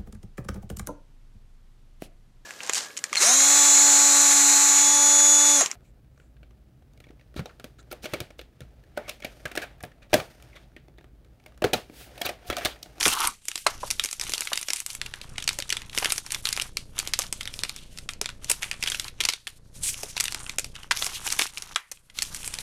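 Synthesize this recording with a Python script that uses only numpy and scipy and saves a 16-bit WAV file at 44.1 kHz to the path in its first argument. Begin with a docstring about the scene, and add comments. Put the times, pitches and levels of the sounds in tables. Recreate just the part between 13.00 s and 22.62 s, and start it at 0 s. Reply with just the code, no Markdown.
"""A low buzz and a burst of film rustle open at once with short ringing snaps, close to a webcam in a small room.
Hands tug at a stiff plastic pouch: slipping creases, shaped in bands of noise, snap, puff and shiver on.
Pulls bring flickering hiss and fine crackle; dull knocks, low bumps and one hollow scrape are shaped noise too.
The camera's frame clock leaks a pulse-wave buzz over mains hum and rumble; all three waver and dip together."""
import sys
import numpy as np
from scipy import signal
from scipy.fft import rfft, irfft
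from scipy.io import wavfile
from scipy.ndimage import uniform_filter1d

SR = 44100
rng = np.random.default_rng(int(sys.argv[2]) if len(sys.argv) > 2 else 0)


def linear_from_db(decibels):
    """Turn decibels (scalar or array-like) into linear amplitude factors; 0 gives 1."""
    return 10 ** (np.asarray(decibels, float) / 20)


def master(y):
    """Save y as 16-bit WAV."""
    cut = np.clip(np.atleast_2d(y).T, -1, 1)
    pcm = np.round(cut * 32767)  # scale
    wavfile.write(sys.argv[1], SR, pcm.astype(np.int16))


N = 424241

# creases of the pouch that snap: (time [s], level over the loudest ms [dB], centre [Hz])
SNAPS = [(0.0097, -13.5, 3700), (0.0293, -11, 3770), (0.038, -20.5, 4720), (0.0551, -6.5, 2270),
         (0.0618, -10.5, 1650), (0.081, -4.5, 8250), (0.1002, -23, 5720), (0.118, -22.5, 5140),
         (0.2528, -16.5, 5580), (0.2727, -9, 7740), (0.4544, -30, 7500), (0.4839, -14.5, 6600),
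         (0.516, -21.5, 4500), (0.5564, -16, 5450), (0.5765, -22.5, 4000), (0.666, -8.5, 4520),
         (0.671, -15.5, 1840), (0.9044, -12.5, 4930), (0.9105, -9.5, 6100), (0.9971, -8, 3180),
         (1.038, -13, 6260), (1.0476, -17, 7260), (1.059, -17.5, 5900), (1.089, -25, 4400),
         (1.1122, -22, 6740), (1.129, -19.5, 5800), (1.198, -16.5, 5200), (1.2127, -15.5, 5240),
         (1.2303, -31, 4300), (1.238, -22, 5600), (1.2678, -27, 1860), (1.295, -19, 5270),
         (1.321, -19.5, 4660), (1.3372, -11, 5030), (1.3804, -16.5, 5100), (1.4079, -13, 7400),
         (1.4204, -20.5, 2980), (1.453, -26, 6200), (1.4729, -18, 2770), (1.532, -11.5, 3900),
         (1.5575, -19.5, 7600), (1.5755, -13.5, 4800), (1.6136, -22, 7800), (1.6289, -22.5, 5900),
         (1.685, -17, 3860), (1.7038, -13, 4750), (1.734, -11, 6840), (1.761, -20.5, 6400),
         (1.77, -26, 5260), (1.803, -16, 8200), (1.8638, -16, 7900), (1.903, -22.5, 4500),
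         (1.9508, -23, 10500), (2.0154, -14.5, 3340), (2.0621, -23.5, 3700), (2.139, -20.5, 1980),
         (2.2145, -26, 3230), (2.358, -36, 2400), (2.3816, -17.5, 2200), (2.401, -28.5, 3020),
         (2.4245, -22.5, 4280), (2.4417, -23, 5750), (2.477, -8.5, 4100), (2.49, -8.5, 4760),
         (2.531, -26.5, 6650), (2.5879, -16, 6760), (2.6026, -19.5, 3220), (2.6242, -19, 3780),
         (2.693, -21, 5070), (2.703, -13.5, 3860), (2.7258, -10, 3700), (2.7691, -17.5, 3400),
         (2.819, -29.5, 3480), (2.8961, -29.5, 3600), (2.931, -30.5, 2960), (2.949, -26.5, 5500),
         (2.9769, -10.5, 3040), (2.9854, -11, 5650), (3.0276, -19, 3100), (3.0473, -14.5, 1940),
         (3.0458, -12, 5500), (3.0575, -8.5, 3100), (3.103, -16, 3850), (3.1223, -7, 6800),
         (3.161, -25, 6370), (3.1799, -14, 6050), (3.264, -25.5, 5500), (3.3065, -21.5, 3180),
         (3.321, -14.5, 6940), (3.3465, -15, 4030), (3.455, -10, 3370), (3.4715, -14, 2900),
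         (3.49, -13, 4700), (3.5282, -12.5, 5700), (3.565, -19.5, 4330), (3.5762, -15.5, 2650),
         (3.599, -12.5, 3270), (3.6154, -20, 3840), (3.6204, -17, 5940), (3.7707, -13, 4500),
         (3.981, -22, 3500), (3.9899, -10, 6350), (3.9992, -17, 4500), (4.0747, -16.5, 5030),
         (4.1365, -9, 3900), (4.1906, -9, 6700), (4.1957, -16.5, 5760), (4.22, -17.5, 4740),
         (4.238, -28, 3040), (4.2662, -32.5, 5740), (4.3272, -12.5, 6360), (4.409, -20, 2780),
         (4.431, -27.5, 5140), (4.456, -23, 3800), (4.476, -18, 3100), (4.5404, -23, 4830),
         (4.592, -17.5, 3900), (4.636, -10.5, 4130), (4.65, -23.5, 3000), (4.695, -17.5, 4050),
         (4.763, -26.5, 5700), (4.975, -28.5, 4500), (4.9867, -25.5, 4640), (5.0905, -18, 2420),
         (5.1359, -27.5, 4170), (5.214, -12, 5430), (5.2443, -30, 2200), (5.2591, -15.5, 3960),
         (5.291, -23.5, 1860), (5.3022, -30, 3480), (5.4452, -22, 6000), (5.4974, -10.5, 9500),
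         (5.5, -20.5, 6100), (5.515, -7.5, 8100), (5.624, -20.5, 3520), (5.6307, -14.5, 2630),
         (5.642, -21.5, 2300), (5.714, -13.5, 2400), (5.7304, -29, 2700), (5.7408, -30.5, 2380),
         (5.8268, -15.5, 3660), (5.8378, -13.5, 4300), (5.8613, -20.5, 2570), (5.874, -14, 2830),
         (5.8846, -19.5, 3600), (5.901, -16.5, 5300), (5.9187, -17, 3230), (5.946, -16.5, 3140),
         (5.954, -24.5, 3500), (5.998, -13, 5130), (6.045, -23.5, 3920), (6.0809, -25, 3450),
         (6.205, -12.5, 4000), (6.2102, -12.5, 3930), (6.238, -16.5, 3950), (6.2518, -10, 4500),
         (6.2879, -6.5, 4300), (6.299, -18.5, 4100), (6.3244, -25, 3600), (6.336, -17.5, 3570),
         (6.471, -21.5, 2580), (6.476, -22, 4000), (6.861, -28, 2500), (6.89, -25.5, 2570),
         (6.943, -23, 3320), (7.033, -20, 5560), (7.1665, -19.5, 3930), (7.1785, -16, 3260),
         (7.2003, -11, 4930), (7.2072, -10, 6100), (7.229, -29.5, 4200), (7.2405, -16, 8240),
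         (7.2551, -17.5, 4050), (7.263, -29.5, 4400), (7.2818, -16, 2740), (7.324, -18.5, 5100),
         (7.346, -18, 4900), (7.4642, -26, 2560), (7.496, -18.5, 4000), (7.5848, -10.5, 5200),
         (7.595, -17.5, 6900), (7.645, -21.5, 4750), (7.7546, -29.5, 2720), (7.763, -29.5, 2290),
         (7.832, -31, 2510), (7.9107, -9, 1650), (7.9205, -14, 3570), (7.9659, -23, 3600),
         (7.9728, -16.5, 4750), (8.024, -12, 3100), (8.045, -18, 6800), (8.0654, -16, 5740),
         (8.268, -16.5, 6200), (8.276, -16.5, 3300), (8.3038, -17, 5130), (8.3236, -11.5, 6540),
         (8.3341, -27, 4800), (8.3642, -28, 5000), (8.3903, -13, 8200), (8.3935, -7, 2700),
         (8.4146, -14, 4000), (8.4204, -12, 3800), (8.4656, -25.5, 4240), (8.5737, -21, 2560),
         (8.58, -24, 5700), (8.623, -22, 6750), (8.76, -9.5, 1890), (8.9159, -24, 7250), (8.973, -43, 2300),
         (9.10, -38.5, 2260), (9.188, -14.5, 4080), (9.222, -12.5, 5540), (9.2281, -16.5, 7000),
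         (9.3469, -21, 7340), (9.4315, -28, 3000), (9.4456, -24.5, 4300), (9.4777, -16, 6200),
         (9.54, -20.5, 5200), (9.552, -28.5, 4400), (9.5873, -20, 4500)]
GRIP_DB_PER_S = 489  # how fast a pull or scrape swells


def unit(x):
    """Scale to rms 1."""
    return x / np.sqrt(np.mean(x ** 2))


def band(x, lo_hz, hi_hz):
    """Causal band-pass."""
    sos = signal.butter(2, [lo_hz, min(hi_hz, .45 * SR)], "band", fs=SR, output="sos")
    return signal.sosfilt(sos, x)


def colour(x, points):
    """Shape a steady sound by (Hz, dB) points, to rms 1."""
    hz, db = np.transpose(points)
    f = np.maximum(np.arange(N // 2 + 1) * SR / N, 1)
    gain = linear_from_db(np.interp(np.log(f), np.log(hz), db))
    return unit(irfft(rfft(x) * gain, N))


def walk(rate):
    """Random levels held 1 / rate s and slewed; spread 1."""
    k = int(SR / rate)
    steps = np.repeat(rng.standard_normal(N // k + 1), k)
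    return unit(uniform_filter1d(steps, k)[:N])


def flicker(spread_db, rate):
    """Noise whose level wanders, as of uneven rubbing."""
    return linear_from_db(spread_db * walk(rate)) * rng.standard_normal(N)


def plateau(start_s, held_s, rise, fall):
    """dB below the top of a shape that rises, holds and falls at steady dB per s."""
    t = np.arange(N) / SR
    return -np.maximum(0, np.maximum((start_s - t) * rise, (t - start_s - held_s) * fall))


def electronics():
    """A pulse wave at half the frame rate sags through the coupling capacitor; hum and rumble lie under it."""
    # rumble under the microphone: (frequency [Hz], relative level per Hz [dB])
    rumble_colour = [(12, -26), (20, -6.5), (43, -9.5), (170, -13.5), (333, -23.5), (600, -23),
                     (1200, -51.5), (3000, -70)]
    # brief dips of the whole floor: (time [s], depth [dB], held [s])
    floor_dips = [(.15, 8, 0.034), (.33, 14, 0.31), (1.09, 15, 0.034), (1.36, 13, 0.18), (1.60, 14, 0.3),
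                  (3.17, 4.5, 0.15), (6.309, 14, 0.14), (6.498, 4.5, 0.24), (8.40, 8.5, 0.29),
                  (8.80, 22, 0.069), (8.951, 13.5, 0.13)]
    floor_db, dip_db_per_s, return_db_per_s = -56.5, 294.5, 123
    buzz_hz, hum_hz = 14.9689, 119.998
    t = np.arange(N) / SR
    phase = t * buzz_hz % 1
    pulse = 1. * ((phase > .268) & (phase < .742))
    coupling = signal.butter(1, [14., 300.], "band", fs=SR, output="sos")
    buzz = unit(signal.sosfilt(coupling, pulse))
    hum = np.sin(2 * np.pi * hum_hz * t)
    rumble = colour(rng.standard_normal(N), rumble_colour)
    depths = [np.maximum(0, db + plateau(s, held, dip_db_per_s, return_db_per_s))
              for s, db, held in floor_dips]
    waver_db = 1.5 * walk(8) - np.max(depths, axis=0)
    return linear_from_db(floor_db + waver_db) * (linear_from_db(11.5) * buzz + linear_from_db(0.5) * hum + linear_from_db(3.0) * rumble)


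REST_DB = -58.5  # rustle of hands at rest


def sliding():
    """Strength of bright and dull rustle: pulls, film settling after each snap, hands at rest; powers add."""
    # pulls, while the fingers slide at full strength:
    # (time [s], length [s], level [dB], flexing of the whole pouch re that level [dB])
    pulls = [(0.0, 0.038, -33.5, -9.5), (0.055, 0.078, -20.5, -16.5), (0.204, 0.041, -22.5, -13.5),
             (0.457, 0.15, -42.5, -41.5), (0.691, 0.16, -47, -17), (0.829, 0.053, -38.5, -24.5),
             (0.928, 0.22, -40, -31), (1.217, 0.35, -39.5, -15), (1.681, 0.095, -33.5, -28.5),
             (1.892, 0.025, -34.5, -22), (2, 0.54, -57, -4), (2.39, 0.2, -51, -13),
             (2.681, 0.17, -50.5, -7), (2.952, 0.17, -34.5, -13.5), (3.266, 0.012, -42.5, -14.5),
             (3.331, 0.013, -30.5, -16), (3.453, 0.19, -37.5, -16.5), (3.962, 0.14, -44.5, -10.5),
             (4.212, 0.012, -35.5, -10), (4.352, 0.48, -45, -20.5), (4.922, 0.095, -51, -18),
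             (5.435, 0.11, -44.5, -14), (5.622, 0.043, -35, -16.5), (5.824, 0.24, -41.5, -14),
             (6.211, 0.039, -45.5, -3.5), (6.759, 0.099, -41.5, -25), (6.849, 0.04, -20, -37.5),
             (6.94, 0.17, -40, -19.5), (7.162, 0.25, -45, -10), (7.317, 0.23, -51, -7),
             (7.759, 0.084, -55, -2.5), (7.959, 0.24, -31, -21), (8.25, 0.094, -32, -15),
             (8.4, 0.038, -25, -19), (8.542, 0.19, -51.5, -5), (9.178, 0.087, -34.5, -23.5),
             (9.324, .40, -36.5, -19)]
    let_go_db_per_s = 269.5
    settle_db, settle_db_per_s = -25.5, 261.5  # settling film, re the snap, and its decay
    settle_flex_db = -19  # flexing re rustle, settling or at rest
    kicks = np.zeros(N)
    for s, db, _ in SNAPS:
        kicks[int(s * SR)] += linear_from_db(db + settle_db) ** 2
    settling = signal.lfilter([1], [1, -linear_from_db(-settle_db_per_s / SR) ** 2], kicks)
    slide = settling + linear_from_db(REST_DB) ** 2
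    flex = slide * linear_from_db(settle_flex_db) ** 2
    for s, held, db, flex_db in pulls:
        power = linear_from_db(db + plateau(s, held, GRIP_DB_PER_S, let_go_db_per_s)) ** 2
        slide = slide + power
        flex = flex + power * linear_from_db(flex_db) ** 2
    return np.sqrt(slide), np.sqrt(flex)


def crackle(rate, spread_db):
    """Tiny creases at random moments, rate per s, most small, a few large."""
    when, size, sign = rng.random(N), rng.exponential(size=N), rng.uniform(-0.9, 1, N)
    return unit((when < rate / SR) * linear_from_db(spread_db * np.minimum(size, 3)) * sign)


def grains():
    """Fine crackle; each patch of film ticks in its own range and in uneven flurries, each fold with its own colour."""
    # patches of film that crackle on their own: (low edge [Hz], high edge [Hz])
    patches = [(1200, 3000), (2500, 6000), (5000, 14000)]
    ticks = 0
    for lo, hi in patches * 4:  # four folds in each patch
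        shape = rng.standard_normal(132) * np.exp(-np.arange(132) / 37.0)
        flurries = crackle(60, 2.1) * linear_from_db(3.45 * walk(25))
        fold = np.convolve(flurries, shape)[:N]
        ticks = ticks + unit(band(fold, lo, hi)) * np.sqrt(hi - lo)
    return unit(ticks)


def handling():
    """Sliding fingers make a flickering hiss full of fine crackle; the more the pouch flexes, the fuller it is."""
    # colour of the rustling film: (frequency [Hz], relative level per Hz [dB])
    rustle_colour = [(880, -50.5), (1500, -2.5), (2600, 4), (4500, 0), (9650, -2), (12200, -9),
                     (16000, -17.5)]
    body_hz, body_share = 4500, 0.62  # below this it follows the flexing, by this share in dB
    fold_db, folds_per_s = 2.8, 10  # the film's colour wanders as its folds change
    slide, flex = sliding()
    fullness = (flex / slide) ** body_share
    busy = np.sqrt(1 - (linear_from_db(REST_DB) / slide) ** 2) * fullness  # creases move when it flexes
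    raw = flicker(4, 70) + linear_from_db(9) * busy * grains()
    film = 0
    for hz in 1000 * 2 ** np.arange(0, 4.1, .5):
        forward = band(raw, hz / 1.28, hz * 1.2)
        part = band(forward[::-1], hz / 1.1, hz * 1.3)[::-1]  # backward pass offsets the delay
        film = film + linear_from_db(fold_db * walk(folds_per_s)) * part
    film = colour(film, rustle_colour)
    sheen = signal.sosfiltfilt(signal.butter(1, body_hz, "high", fs=SR, output="sos"), film)
    body = linear_from_db(0.5) * fullness * (film - sheen)
    rub = flicker(3, 60) + linear_from_db(1) * crackle(90, 4)
    dull = unit(band(rub, 700, 1700)) + linear_from_db(-11) * unit(band(rub, 300, 600))
    return slide * (sheen + body) + linear_from_db(4.5) * flex * dull


def slips(rise_s):
    """A crease gives way in a few uneven slips that swell and die within ms."""
    t = np.arange(SR // 40) / SR
    return rng.standard_normal(len(t)) ** 3 * t * np.exp(-t / rise_s)


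def snap(hz):
    """Slips shake the sheet broadly around its centre, with a brief ring, the pouch's own note, a skirt and a puff."""
    puff_db, puff_spread_db = -25, 6  # air squeezed out of the pouch, re the click
    push = slips(0.00098 * np.exp(0.34 * rng.standard_normal()))
    ring_hz = hz * np.exp(0.12 * rng.standard_normal())
    body = band(push, hz / 2.08, hz * 1.83)
    ring = band(push, ring_hz / 1.18, ring_hz * 1.18)
    pouch = band(push, 2085, 3456)  # the whole pouch answers every snap here
    skirt = band(push, 1400, min(13000, 3.8 * hz))
    click = unit(body) + linear_from_db(-3) * unit(ring) + linear_from_db(-1) * unit(skirt)
    click = band(click + linear_from_db(-9.5) * unit(pouch), 1100, 12000)
    loudest_ms = uniform_filter1d(click ** 2, size=SR // 1000).max()
    click = click / np.sqrt(2 * loudest_ms)
    puff = band(push, 230, 852)
    puff_gain = linear_from_db(puff_db + puff_spread_db * rng.standard_normal())
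    return click + puff_gain * puff / np.abs(puff).max()


def shiver(hz):
    """The struck patch rings on in a narrow range over broader noise, both fading; low patches shiver harder."""
    level_db, db_per_oct, t60_s = -28.5, -1.5, 0.26  # level re the strike, slope re 3 kHz
    t = np.arange(SR // 4) / SR
    noise = rng.standard_normal(len(t))
    narrow = unit(band(noise, hz / 1.11, hz * 1.11))
    broad = unit(band(noise, hz / 2.0, hz * 1.45))
    sound = unit(narrow + linear_from_db(11.0) * broad)
    fade = np.exp(-np.log(1000) * t / t60_s)
    onset = np.minimum(t / 0.0053, 1)
    return linear_from_db(level_db + db_per_oct * np.log2(max(hz / 3000, .5))) * sound * fade * onset


def bump(hz):
    """A slow push through the desk rocks the camera for a few uneven cycles."""
    t = np.arange(SR // 4) / SR
    thud = band(rng.standard_normal(len(t)), hz / 2.0, hz * 4.0) * t * np.exp(-t / 0.019)
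    return thud / np.abs(thud).max()


def knock(hz):
    """A softer contact rings the hollow pouch for a few cycles."""
    thud = band(band(slips(0.0024), hz / 2.1, hz * 1.3), 200, 1600)
    return thud / np.abs(thud).max()


def scrape():
    """Uneven rubbing noise rings one hollow resonance as the pouch drags over a hollow surface."""
    start_s, held_s, level_db, hz = 0.12, 0.16, -30.5, 1194
    rub = flicker(3, 60)
    hollow = unit(band(band(rub, hz / 1.3, hz * 1.2), hz / 1.5, hz * 1.3))
    return linear_from_db(level_db + plateau(start_s, held_s, GRIP_DB_PER_S, GRIP_DB_PER_S)) * hollow


def play(table, voice, lead_s):
    """Sound every row of an event table lead_s early, each with its shiver."""
    out = np.zeros(N + SR)
    for s, db, hz in table:
        start = max(int((s - lead_s) * SR), 0)
        for sound in (voice(hz), shiver(hz)):
            out[start:start + len(sound)] += linear_from_db(db) * sound
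    return out[:N]


def room(x):
    """Walls answer after a few ms with a short tail, duller as it fades."""
    t60_s, tail_db = 0.092, -15
    t = np.arange(SR // 2) / SR
    fade = np.log(1000) * t / t60_s
    noise = rng.standard_normal(len(t)) * (t > .004)
    tail = band(noise, 160, 6800) * np.exp(-fade)
    tail = tail + band(noise, 5400, 11000) * np.exp(-1.5 * fade)  # treble dies sooner
    tail = tail / np.sqrt(np.sum(tail ** 2))
    return x + linear_from_db(tail_db) * signal.fftconvolve(x, tail)[:N]


def scene():
    """Snaps and knocks in the room, with rustle, scrape, bumps and the camera's own noise at the microphone."""
    # dull knocks of the figure inside against pouch and fingers: (time [s], peak level [dB], ring [Hz])
    knocks = [(0.06, -17, 435), (0.664, -4.5, 1200), (0.831, -18.5, 895), (1.517, -22, 1180),
              (2.587, -28.5, 573), (2.974, -26.5, 960), (3.024, -18, 1300), (4.191, -26, 980),
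              (5.213, -29.5, 417), (5.502, -25.5, 860), (7.031, -25, 595), (7.165, -27.5, 830),
              (7.909, -22, 1520), (8.02, -26, 990), (8.066, -27.5, 950)]
    # low bumps through the desk: (time [s], peak level [dB], ring [Hz])
    bumps = [(.055, -30, 59), (.27, -45, 94), (6.78, -33.5, 24)]
    pouch = play(SNAPS, snap, lead_s=.001) + play(knocks, knock, lead_s=0.00049)
    desk = play(bumps, bump, lead_s=0.0024)
    mix = room(pouch) + handling() + scrape() + desk + electronics()
    return mix[None]


def band_limit(x):
    """A steep low-pass at the top of the band."""
    return signal.sosfilt(signal.butter(12, 16530, fs=SR, output="sos"), x)


def record(dry):
    """The microphone capsule rolls off the top, then the input stage rounds the highest peaks."""
    capsule = signal.sosfilt(signal.butter(4, 13500, fs=SR, output="sos"), dry)
    mix = 0.88 * np.tanh(capsule / 0.99)
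    return band_limit(mix)


dry = scene()
out = record(dry)
master(out)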